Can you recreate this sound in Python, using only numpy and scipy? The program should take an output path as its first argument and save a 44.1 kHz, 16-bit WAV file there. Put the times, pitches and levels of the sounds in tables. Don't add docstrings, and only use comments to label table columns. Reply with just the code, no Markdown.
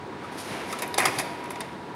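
import sys
import numpy as np
from scipy import signal
from scipy.fft import rfft, irfft
from scipy.io import wavfile

SR = 44100
rng = np.random.default_rng(int(sys.argv[2]) if len(sys.argv) > 2 else 0)


def output_pcm(signal):
    pcm = np.clip(np.atleast_2d(signal).T, -1, 1) * 32767
    wavfile.write(sys.argv[1], SR, np.round(pcm).astype(np.int16))


N = 85995
TIME = np.arange(N) / SR
FREQS = np.fft.rfftfreq(N, 1 / SR)


# start in seconds, body, clack and tick levels in dB, rise and 60 dB decay in seconds.
CLACKS = [(0.7255, -31.5, -32.5, -33, 0.0015, 0.038), (0.787, -35, -37, -39, 0.0013, 0.077),
          (0.819, -28.5, -33, -34, 0.0025, 0.067), (0.832, -29, -42, -55, 0.0014, 0.063),
          (0.877, -59, -54, -36, 0.0012, 0.016), (0.9412, -32, -35, -35.5, 0.0013, 0.039),
          (0.9775, -23, -25.5, -40, 0.0015, 0.037), (0.9802, -18.5, -22, -20, 0.0033, 0.026),
          (0.9865, -21.5, -28, -30, 0.0017, 0.11), (1.000, -20.5, -37.5, -28, 0.003, 0.031),
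          (1.0528, -20, -20, -23, 0.0027, 0.013), (1.0548, -20, -24, -25.5, 0.0021, 0.066),
          (1.081, -28, -49, -52, 0.0018, .04), (1.089, -36, -50, -52, .002, 0.032),
          (1.185, -29.5, -29, -34, 0.002, 0.1), (1.196, -26, -35, -31.5, 0.0016, 0.059),
          (1.214, -43, -42, -37, 0.00115, 0.028), (1.440, -42, -47, -46.5, 0.0013, .025),
          (1.456, -36, -52, -51, .002, 0.025), (1.504, -34.5, -40.5, -38, 0.0015, 0.037),
          (1.516, -52, -47, -45, 0.0015, 0.05), (1.5545, -36, -43.5, -54, .003, 0.034),
          (1.6048, -24.5, -36, -31, 0.0015, 0.011), (1.609, -31, -36, -50.5, 0.0017, 0.049)]

def clacks():
    return strike(CLACKS)


def strike(blows, contacts_per_s=1500, contact_share=0.32):
    out = np.zeros(N)
    for band, response in enumerate(housing_bands()):
        contacts = unit(rng.choice([-1, 1], N) * (rng.random(N) < contacts_per_s / SR))
        rattle = np.sqrt(contact_share) * contacts + np.sqrt(1 - contact_share) * rng.standard_normal(N)
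        stretch = 1.26 if band == 0 else 1
        power = sum((amp(band_db[band]) * blow(start_s, rise_s, decay_s * stretch)) ** 2
                    for start_s, *band_db, rise_s, decay_s in blows)
        out += signal.fftconvolve(rattle * np.sqrt(power), response)[:N]
    return out


# frequency in Hz, relative level in dB.
HOUSING_SPECTRUM = [(60, -48), (200, -12), (370, -4.5), (520, -11), (720, -7), (1050, -0.5), (1400, -8),
                    (1900, -1), (2450, -1), (2950, -7.5), (5000, -9), (7800, -10), (10000, -10.5),
                    (12000, -17), (14000, -33), (16000, -27)]
# centre in Hz, width in Hz, lift in dB.
RESONANCES = [(397, 40, 1.5), (649, 75, 10.5), (761, 33, 9.5), (983, 110, 2.5), (2120, 69, 1),
              (2505, 59, 4), (3638.5, 86, 10.5), (4950, 276, 3.5), (7260, 200, 2), (9780, 200, 4.5),
              (10150, 260, 2), (13300, 270, 2.5)]

def housing_bands(body_edge_hz=2730, tick_edge_hz=8450):
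    lift_db = sum(db / (1 + (2 * (FREQS - hz) / width_hz) ** 2) for hz, width_hz, db in RESONANCES)
    gain = amp(spectrum(HOUSING_SPECTRUM) + lift_db)
    body = 1 / (1 + (FREQS / body_edge_hz) ** 12)
    below_tick = 1 / (1 + (FREQS / tick_edge_hz) ** 12)
    return [minimum_phase(gain * band) for band in (body, (1 - body) * below_tick, 1 - below_tick)]


# start in seconds, pitch in Hz, level in dB, 60 dB decay in seconds.
PINGS = [(0.244, 1280, -38, 0.098), (0.512, 199.6, -38.5, 0.06), (0.704, 2050, -35.5, 0.033),
         (0.727, 3650, -37.5, .04), (0.73, 1153, -29.5, 0.1), (0.735, 13300, -47.5, .025),
         (0.8209, 11660, -33.5, .04), (0.8215, 13250, -39.5, 0.041), (0.877, 11800, -42, 0.034),
         (0.942, 3680, -25, 0.012), (0.9407, 4950, -33.5, 0.025), (0.944, 750, -34, .05),
         (0.98, 340, -26.5, 0.068), (0.981, 790, -20, 0.047), (1.055, 1088, -21, 0.048),
         (1.184, 4580, -28.5, 0.016), (1.185, 10100, -30, 0.073), (1.186, 13300, -39, 0.068),
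         (1.197, 715, -33, 0.093), (1.5035, 11050, -39.5, 0.034), (1.5057, 13100, -45.5, .04),
         (1.605, 9260, -33, 0.018), (1.608, 3575, -39.5, 0.033), (1.607, 4730, -39, 0.027)]

def pings(rise_s=0.001):
    out = np.zeros(N)
    for start_s, hz, db, decay_s in PINGS:
        ring = tone(hz, wander_hz=109.8 + 0.01236 * hz, rate_hz=400)
        out += amp(db) * blow(start_s, rise_s, decay_s) * ring
    return out


# Body, clack and tick levels of one buzz pulse in dB.
BUZZ_DB = (-27, -39, -40)

def buzz(start_s=1.0105, end_s=1.086, pulse_hz=100, rise_s=0.0012, decay_s=0.062):
    pulse_times = np.arange(start_s, end_s, 1 / pulse_hz)
    chatter = strike([(at_s, *BUZZ_DB, rise_s, decay_s) for at_s in pulse_times])
    rasp = signal.lfilter(*signal.iirpeak(w0=2270, Q=1.3, fs=SR), chatter)
    return chatter + amp(-6.5) * rasp


# time in seconds, level in dB.
DRIVE_LEVEL = [(0, -66), (.2, -48), (.24, -44), (.45, -43), (.52, -35), (.6, -35), (.68, -39), (.8, -37.5),
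               (.92, -42), (1.15, -37), (1.35, -45.5), (1.6, -44), (1.72, -47.5), (1.95, -85)]
# frequency in Hz, relative level in dB.
DRIVE_SPECTRUM = [(60, -68), (200, -9), (400, 2), (800, 0.5), (1400, -6.5), (2200, -4.5), (3200, -11),
                  (6000, -24.5), (10000, -33), (16000, -51)]

def drive():
    return level(DRIVE_LEVEL) * noise(DRIVE_SPECTRUM)


# time in seconds, level in dB.
SCRAPE_LEVEL = [(0, -90), (.21, -80), (.24, -56), (.305, -65.5), (.325, -52.5), (.372, -54), (.38, -40.5),
                (.42, -41.5), (.46, -45), (.51, -44.5), (.6, -49.5), (.66, -51), (.71, -43), (.76, -48.5),
                (.86, -54), (.95, -57.5), (1.16, -43), (1.24, -49.5), (1.33, -56.5), (1.95, -70.5)]
# frequency in Hz, relative level in dB.
SCRAPE_SPECTRUM = [(100, -40), (1500, 2), (3500, 1.5), (5600, 2), (7800, -6), (9500, 2), (11200, -2.5),
                   (12300, -9), (16000, -23)]

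def scrape(grain_db=1):
    friction = noise(SCRAPE_SPECTRUM) * amp(grain_db * drift(rate_hz=170))
    return level(SCRAPE_LEVEL) * unit(friction)


# start in seconds, level in dB.
THUMPS = [(0.499, -42), (0.982, -44), (1.056, -41), (1.165, -39.5)]
# frequency in Hz, relative level in dB.
STAND_SPECTRUM = [(40, -35), (90, -13), (140, 0.5), (190, -3.5), (300, -31), (1000, -70)]

def thumps(rise_s=0.014, decay_s=0.37):
    power = sum((amp(db) * blow(start_s, rise_s, decay_s)) ** 2 for start_s, db in THUMPS)
    return np.sqrt(power) * noise(STAND_SPECTRUM)


# pitch in Hz, level in dB, rms wander in Hz.
HUM_TONES = [(99.8, -60.5, 0.89), (147.2, -56.5, 3.8), (194, -56, 2.5), (324.7, -55, 5.17),
             (371, -54.5, 6.64)]
# time in seconds, level in dB.
WHINE_LEVEL = [(0, -49), (.3, -46), (.5, -56.5), (.78, -46), (.83, -42.5), (1.0, -38), (1.2, -48.5),
               (1.26, -41.5), (1.6, -43), (1.8, -48), (1.95, -48.5)]
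# frequency in Hz, relative level in dB.
AIR_SPECTRUM = [(25, -16.5), (42, -15), (55, -22.5), (80, -12), (130, -8), (260, -4), (400, -4),
                (600, -11.5), (850, -9), (1300, -14), (1750, -16), (3200, -28), (3700, -26), (7000, -40),
                (9600, -41), (12000, -52), (16000, -52)]

def fan(air_db=-39, whine_hz=963.8, flutter_db=2.5):
    hum = sum(amp(db) * tone(hz, wander_hz) for hz, db, wander_hz in HUM_TONES)
    whine = unit(tone(whine_hz, wander_hz=3.7) * amp(flutter_db * drift(rate_hz=68)))
    return amp(air_db) * noise(AIR_SPECTRUM) + hum + level(WHINE_LEVEL) * whine


# frequency in Hz, reverberation time in seconds.
ROOM_T60_S = [(150, 2), (1000, 1.1), (3000, 1.5), (6000, 0.5), (10000, 0.6), (16000, .55)]
# frequency in Hz, echo level against the direct sound in dB.
ROOM_DB = [(150, 2.5), (700, -4.5), (2000, -9.5), (4500, -9.5), (10000, -14), (16000, -12)]

def room(x, fade_in_s=0.004):
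    hz, t, bins = signal.stft(rng.standard_normal(N), SR, nperseg=256)
    decay_per_s = np.log(1000) / spectrum(ROOM_T60_S, hz)[:, None]
    gain = amp(spectrum(ROOM_DB, hz))[:, None] * np.sqrt(2 * decay_per_s / SR)
    tail = signal.istft(bins * gain * np.exp(-decay_per_s * t), SR, nperseg=256)[1][:N]
    return signal.fftconvolve(x, tail * np.minimum(TIME / fade_in_s, 1))[:N]


def amp(db):
    return 10 ** (np.asarray(db) / 20)


def unit(x):
    return x / np.sqrt(np.mean(x ** 2) + 1e-20)


def spectrum(points, hz=FREQS):
    point_hz, values = np.transpose(points)
    return np.interp(np.log(hz + 1), np.log(point_hz + 1), values)


def level(points):
    return amp(np.interp(TIME, *np.transpose(points)))


def noise(points):
    return unit(irfft(rfft(rng.standard_normal(N)) * amp(spectrum(points)), N))


def drift(rate_hz):
    lowpass = np.exp(-(FREQS / rate_hz) ** 2) * (FREQS > 0)
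    return unit(irfft(rfft(rng.standard_normal(N)) * lowpass, N))


def tone(hz, wander_hz, rate_hz=14):
    pitch_hz = hz + wander_hz * drift(rate_hz)
    return unit(np.sin(2 * np.pi * np.cumsum(pitch_hz) / SR))


def blow(start_s, rise_s, decay_s):
    age_s = np.maximum(TIME - start_s, 0)
    fall = np.exp(-np.log(1000) * np.maximum(age_s - rise_s, 0) / decay_s)
    return np.minimum(age_s / rise_s, 1) * fall


def minimum_phase(gain):
    log_gain = np.log(np.maximum(gain / gain.max(), 1e-5))
    cepstrum = irfft(log_gain, N) * 2 * (np.arange(N) < N // 2)
    cepstrum[0] /= 2
    response = irfft(np.exp(rfft(cepstrum)), N)[:4096]
    return response / np.linalg.norm(response)


def scene():
    knocks = clacks() + buzz()
    ringing = pings()
    echo = room(knocks + amp(-0.5) * ringing)
    return (knocks + ringing + echo + thumps() + fan() + drive() + scrape())[None]


def record(dry, low_cut_hz=55, ceiling=0.42, high_cut_hz=15820):
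    low_cut = signal.butter(4, low_cut_hz, btype="high", fs=SR, output="sos")
    filtered = signal.sosfilt(low_cut, dry)
    limited = filtered / (1 + (abs(filtered) / ceiling) ** 4) ** (1 / 4)
    high_cut = signal.firwin(601, high_cut_hz, window=("kaiser", 9), fs=SR)
    return signal.oaconvolve(limited, high_cut[None], "same")


dry = scene()
out = record(dry)
output_pcm(out)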